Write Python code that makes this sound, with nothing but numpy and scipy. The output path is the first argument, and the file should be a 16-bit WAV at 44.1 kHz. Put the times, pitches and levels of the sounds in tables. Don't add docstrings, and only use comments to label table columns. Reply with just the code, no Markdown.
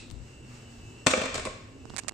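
import sys
import numpy as np
from scipy import signal
from scipy.fft import rfft, irfft
from scipy.io import wavfile

SR = 44100
rng = np.random.default_rng(int(sys.argv[2]) if len(sys.argv) > 2 else 0)


def linear_from_db(decibels):
    return 10 ** (np.asarray(decibels, float) / 20)


def digitize_waveform(pressure):
    field = np.atleast_2d(pressure).T
    bounded = np.clip(field, -1, 1)
    quanta = np.round(bounded * 32767).astype(np.int16)
    wavfile.write(sys.argv[1], SR, quanta)


N = 94197
T_S = np.arange(N) / SR


def in_time(rows, column=1):
    points = np.transpose(rows)
    return np.interp(T_S, points[0], points[column])


def at_hz(points, hz):
    f, v = np.transpose(points)
    return np.interp(np.log(hz), np.log(f), v)


def rms_one(x):
    return x / np.sqrt(np.mean(x ** 2) + 1e-20)


def pan(db):
    return linear_from_db(np.array([[.5], [-.5]]) * db)


def drift(rate_hz):
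    return np.interp(T_S * rate_hz, np.arange(400), rng.standard_normal(400))


def high_pass(x, hz):
    return signal.sosfilt(signal.butter(2, hz, "high", fs=SR, output="sos"), x)


def band_pass(x, low_hz, high_hz):
    return signal.sosfilt(signal.butter(2, [low_hz, high_hz], "band", fs=SR, output="sos"), x)


def hold(x, keep):
    return signal.lfilter([1], [1, -keep], x)


def ring(clicks, hz, t60_s):
    r, w = linear_from_db(-60 / (t60_s * SR)), 2 * np.pi * hz / SR
    return signal.lfilter([0, np.sin(w)], [1, -2 * r * np.cos(w), r * r], clicks + 1e-18)


def clicks_at(s, gains):
    out = np.zeros(N)
    np.add.at(out, (np.asarray(s) * SR).astype(int), gains)
    return out


def burst(s, length_s):
    t = T_S - s
    return np.clip(t / .001, 0, 1) * np.exp(-np.maximum(t - length_s / 2, 0) / length_s * 2)


def grains(rate_hz, spread_db, shape):
    size = linear_from_db(spread_db * np.minimum(rng.exponential(1, shape), 5)) * rng.choice([-1, 1], shape)
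    return rms_one(size * (rng.random(shape) < rate_hz / SR))


# (frequency [Hz], likeness [-1..1])
LIKENESS = [(40, 1), (200, 0.99), (350, 0.95), (600, 0.56), (1500, 0.04), (4000, 0.043), (9000, 0.69)]


def bands(source, gain_at):
    out, edges_hz = 0, 22 * 2 ** np.arange(0, 9.7, .4)
    for k, (low, high) in enumerate(zip(edges_hz, edges_hz[1:])):
        mid, side = band_pass(source[k % 2], low, high)
        hz = np.sqrt(low * high)
        alike = np.clip(at_hz(LIKENESS, hz), -1, 1)
        both = np.sqrt(1 + alike) * mid + np.sqrt(1 - alike) * side * [[1], [-1]]
        out = out + gain_at(hz) * both
    return out


# (time [s], level [dB])
SIZZLE_LEVEL = [(0, -59), (.07, -56.5), (.2, -59), (.28, -55.5), (.42, -59), (.55, -51.5), (.66, -56),
                (.72, -54), (.82, -56), (1.05, -56), (1.7, -60.5), (1.85, -59.5), (1.92, -54.5),
                (2.03, -52.5), (2.135, -70)]
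# (frequency [Hz], density [dB per Hz])
SIZZLE_COLOUR = [(600, -9), (900, -5.5), (2100, -7), (2800, -11), (4300, -11), (6200, -11.5), (9000, -19.5),
                 (11000, -15), (16000, -16.5)]


def sizzle():
    pops = grains(1200, 6, (2, N))
    source = rng.standard_normal((2, 2, N)) + linear_from_db(-24) * pops

    def gain(hz):
        return linear_from_db(at_hz(SIZZLE_COLOUR, hz) + 0.91 * drift(14.7)) * (hz > 600)

    return linear_from_db(in_time(SIZZLE_LEVEL) - 3.0) * rms_one(bands(source, gain))


# (time [s], level [dB], length [s])
SPITS = [
    (0.095, -65, 0.00071),
    (0.11, -54, 0.0043),
    (0.116, -62.5, 0.0063),
    (0.126, -68, 0.003),
]


def spits():
    hiss = band_pass(rng.standard_normal(N), 9100, 15500)
    force = sum(linear_from_db(db) * burst(s, length_s) for s, db, length_s in SPITS)
    return hiss * force * pan(17)


BLOW_S = [1.0635, 1.067, 1.076, 1.105, 1.1345, 1.172, 1.214, 1.237, 1.254, 1.3425, 1.352, 1.377, 1.394,
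          1.4522, 1.456, 1.463, 1.469]
# (clatter [dB], thud [dB], knock [dB], length [s])
BLOWS = [(-25.5, -8, -17, 0.0044), (-9, -9, -7, 0.0073), (-24, -40, -23, 0.012), (-21, -26.5, -31, 0.017),
         (-33, -15, -12, 0.0061), (-31, -20.5, -31, 0.012), (-32, -27, -25, 0.0077),
         (-35, -23, -26.5, 0.0049), (-34.5, -33.5, -28.5, 0.0088), (-30, -36.5, -43, 0.0071),
         (-34, -34.5, -34.5, 0.014), (-35, -32.5, -33, 0.0081), (-39, -36, -40, 0.0078),
         (-24, -31, -24, 0.0012), (-37, -29.5, -37, 0.0064), (-45, -42.5, -39, 0.0042),
         (-47, -34.5, -34, 0.0061)]
# (frequency [Hz], density [dB per Hz])
CLATTER_COLOUR = [(600, -18), (1200, -1), (1700, -0.5), (2500, -2.5), (3300, -4.5), (4100, -1.5),
                  (5000, -6.5), (16000, -14.5)]
# (frequency [Hz], level [dB], t60 [s], left-right [dB])
BODY = [(94, -13, 0.1, 2), (189, -31, 0.044, 8), (255.5, -2, 0.039, 0), (387, -8.5, 0.04, -4),
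        (512, 0, 0.035, -7), (634, -4, 0.04, 4.5), (850, -28, 0.005, -2), (1091, 1, 0.016, 5.5),
        (1217, -4.5, 0.013, 1.5), (1547, -8.5, 0.012, -9), (2030, -14, 0.024, 18), (2355, -1.5, .015, 1),
        (2607, -5.5, 0.017, 7)]


def blows():
    bursts = np.array([burst(s, row[3]) for s, row in zip(BLOW_S, BLOWS)])
    bright, low, high = linear_from_db(np.transpose(BLOWS)[:3]) @ bursts
    noise = rng.standard_normal((2, 2, N))
    clatter = bright * rms_one(bands(noise, lambda hz: linear_from_db(at_hz(CLATTER_COLOUR, hz)) * (hz > 600)))
    thud = 0
    for hz, db, t60_s, pan_db in BODY:
        force = high if hz > 700 else low
        contacts = force * grains(2100, 3.58, (2, N))
        mid, side = high_pass(ring(contacts, hz, t60_s), hz / 2)
        width = 0.61 * np.sqrt(1 - np.clip(at_hz(LIKENESS, hz), 0, 1))
        thud = thud + linear_from_db(db - 22.5) * pan(pan_db) * (mid + width * side * [[1], [-1]])
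    return clatter * pan(3), thud


# (frequency [Hz], t60 [s])
ROOM_T60 = [(100, 0.32), (500, 0.59), (2000, 0.85), (6000, 0.64), (13000, 0.11)]


def kitchen(x):
    noise = rng.standard_normal((2, 2, N))
    tail = bands(noise, lambda hz: linear_from_db(-60 * T_S / at_hz(ROOM_T60, hz)))
    tail = tail * np.clip(T_S / 0.0028, 0, 1)
    tail = tail / np.sqrt(np.sum(tail ** 2) / 2)
    return signal.fftconvolve(tail, x.mean(0)[None])[:, :N]


# (frequency [Hz], width [Hz], level [dB], t60 [s])
FADING = [
    (2620, 150, -49.5, 0.31),
    (3950, 650, -54.5, 0.64),
    (5240, 950, -57, .2),
    (7450, 3500, -57, 0.27),
]


def fading():
    out = 0
    for hz, width_hz, db, t60_s in FADING:
        noise = rng.standard_normal(N) + rng.standard_normal((2, N))
        out = out + linear_from_db(db - 60 * T_S / t60_s) * rms_one(ring(noise, hz, 2.7 / width_hz))
    return out


# (time [s], level [dB], gap [s], slips [count])
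CREAKS = [
    (1.9648, -18, .0066, 2),
    (1.9818, -15, .0027, 3),
    (1.9892, -17, .0013, 2),
    (1.9923, -16, .0023, 2),
    (1.9984, -19, .002, 1),
    (2.0824, -15, .0016, 4),
    (2.0918, -15, .0018, 2),
]
# (frequency [Hz], level [dB])
CASE = [(600, -29), (1300, -30), (2400, -0.5), (4800, -6.5), (6800, -4), (8800, 1), (11500, -7),
        (14500, -16)]


def creaks():
    runs = [(s + gap_s * k, db) for s, db, gap_s, count in CREAKS for k in range(int(count))]
    s, db = np.transpose(runs)
    slips = clicks_at(s, linear_from_db(-2 + db + rng.normal(0, 1.0, len(s))))
    held = linear_from_db(-19) * hold(slips, .982) + linear_from_db(-42) * hold(slips, 0.99)
    rasp = held * rng.standard_normal(N)
    near = high_pass(sum(linear_from_db(db) * ring(rasp - slips, hz, .0017) for hz, db in CASE), 510)
    far = linear_from_db(-26) * (ring(near, 4140, 0.017) * 0.27 + .5 * near)
    return np.array([far, near])


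# (time [s], dull [dB], tick [dB], left-right [dB])
TAPS = [(0.102, -48, -32, 21), (0.112, -44, -34, 17), (1.8548, -35, -40, -19.5), (1.8987, -37.5, -32, 0),
        (1.9029, -34.5, -36.5, -18.5), (1.9379, -37.5, -71, -21.5), (1.943, -36.5, -38, -20),
        (1.958, -38.5, -50, -1), (2.0358, -38.5, -35.5, -22), (2.047, -39.5, -51, -24),
        (2.071, -46, -61, -22), (2.076, -40.5, -56, -23), (2.108, -45, -46, -7), (2.1123, -38, -47, -22),
        (2.121, -35, -35, -13)]
# (time [s], level [dB], left-right [dB])
GRIP = [(0, -48, 11), (.08, -60, 12), (.1, -43, 19.5), (.22, -43.5, 18), (.26, -55, 11), (.4, -47.5, -4),
        (.72, -64, -1), (.8, -40.5, -1), (.9, -45.5, 2), (1.03, -62, 6), (1.2, -48, 3), (1.36, -41, -1.5),
        (1.48, -39, 3), (1.54, -51, 2), (1.95, -56, -24), (2.135, -64, 3)]


def hand():
    s, dull_db, tick_db, pan_db = np.transpose(TAPS)
    rough, taps = rng.standard_normal(N), []
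    for gain in pan(pan_db):
        dull = clicks_at(s, linear_from_db(dull_db) * gain)
        tick = clicks_at(s, linear_from_db(tick_db) * gain)
        tick = tick + .12 * hold(tick, .985) * rough
        knock = ring(dull, 905, .003) + linear_from_db(-2.5) * ring(dull, 293, .012)
        taps.append(high_pass(knock, 127) + high_pass(ring(tick, 3900, .0005), 1500))
    noise = rng.standard_normal(N) + 0.32 * rng.standard_normal((2, N))
    rumble = rms_one(band_pass(noise, 25, 105))
    return np.array(taps) + rumble * linear_from_db(in_time(GRIP) - 6.5) * pan(in_time(GRIP, 2))


# (frequency [Hz], density [dB per Hz])
AIR_COLOUR = [(15, -36), (25, -10), (119, -2), (135, -6.5), (151, -14), (243, -9), (413, -11), (554, -17.5),
              (2000, -40.5), (2600, -57), (4400, -120)]
# (frequency [Hz], level [dB], width [Hz])
HUM = [
    (118.4, -59, 12),
    (237, -63, 18),
    (2649, -76, 20),
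    (2708, -74, 20),
    (2767, -74, 20),
    (2945, -75, 18),
    (15106, -68, 70),
]
# (time [s], level [dB])
DRAUGHT = [(0, -7), (.3, -1), (.6, 0.5), (.85, 1), (1.0, 3.5), (1.6, -8), (1.9, -0.5), (2.05, 0.5),
           (2.1, -1), (2.135, 1)]


def hood():
    noise = rng.standard_normal((2, 2, N))
    air = bands(noise, lambda hz: linear_from_db(at_hz(AIR_COLOUR, hz) + 1.5 * drift(8.02)) * (hz < 2200))
    tones = 0
    for hz, db, width_hz in HUM:
        level_db = db + 6.0 + (hz > 2000) * in_time(DRAUGHT) + 4 * drift(16.0)
        phase = 2 * np.pi * np.cumsum(hz + width_hz * drift(30.7)) / SR
        tones = tones + linear_from_db(level_db) * np.sin(phase)
    left, right = linear_from_db(-52.5) * rms_one(air) + tones
    return np.array([np.interp(np.arange(N) - 0.00031 * SR, np.arange(N), left), right])


# (frequency [Hz], width [Hz], level [dB])
WHISTLES = [
    (2740, 320, -70),
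    (5360, 110, -85),
    (5771, 80, -83),
    (7714, 200, -79),
]


def whistles():
    out = 0
    for hz, width_hz, db in WHISTLES:
        level = linear_from_db(db + in_time(DRAUGHT) + 4 * drift(6.9))
        noise = rng.standard_normal(N) + .6 * rng.standard_normal((2, N))
        once = ring(noise, hz, 3.2 / width_hz)
        out = out + level * rms_one(ring(once, hz, 3.2 / width_hz))
    return out


TOP_LEAK_DB = -18


def scene():
    clatter, thud = blows()
    room = linear_from_db(-4) * kitchen(clatter + linear_from_db(-4) * thud)
    pan_food = sizzle() + spits() * linear_from_db(-TOP_LEAK_DB / 2)
    return pan_food + clatter + thud + room + fading() + creaks() + hand() + hood() + whistles()


def band_limit(x):
    return signal.sosfilt(signal.butter(12, 16490, fs=SR, output="sos"), x)


def record(dry):
    knee_db, squeeze, release_db_per_s, attack_s = -21, 0.31, 81.5, 0.0007
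    hz = np.fft.rfftfreq(N, 1 / SR)
    port = linear_from_db(7 / (1 + ((hz - 7820) / 800) ** 2))
    top = linear_from_db(TOP_LEAK_DB) + 1 / (1 + (hz / 9100) ** 20)
    mic = irfft(rfft(dry) * port * top / (1 + (hz / 15500) ** 80), N)
    over_db = np.maximum(20 * np.log10(np.abs(mic).max(0) + 1e-9) - knee_db, 0)
    ramp_db = release_db_per_s * T_S
    held_db = np.maximum.accumulate(over_db + ramp_db) - ramp_db
    r = np.exp(-1 / (attack_s * SR))
    duck_db = squeeze * signal.lfilter([1 - r], [1, -r], held_db)
    return band_limit(mic * linear_from_db(-duck_db))


dry = scene()
out = record(dry)
digitize_waveform(out)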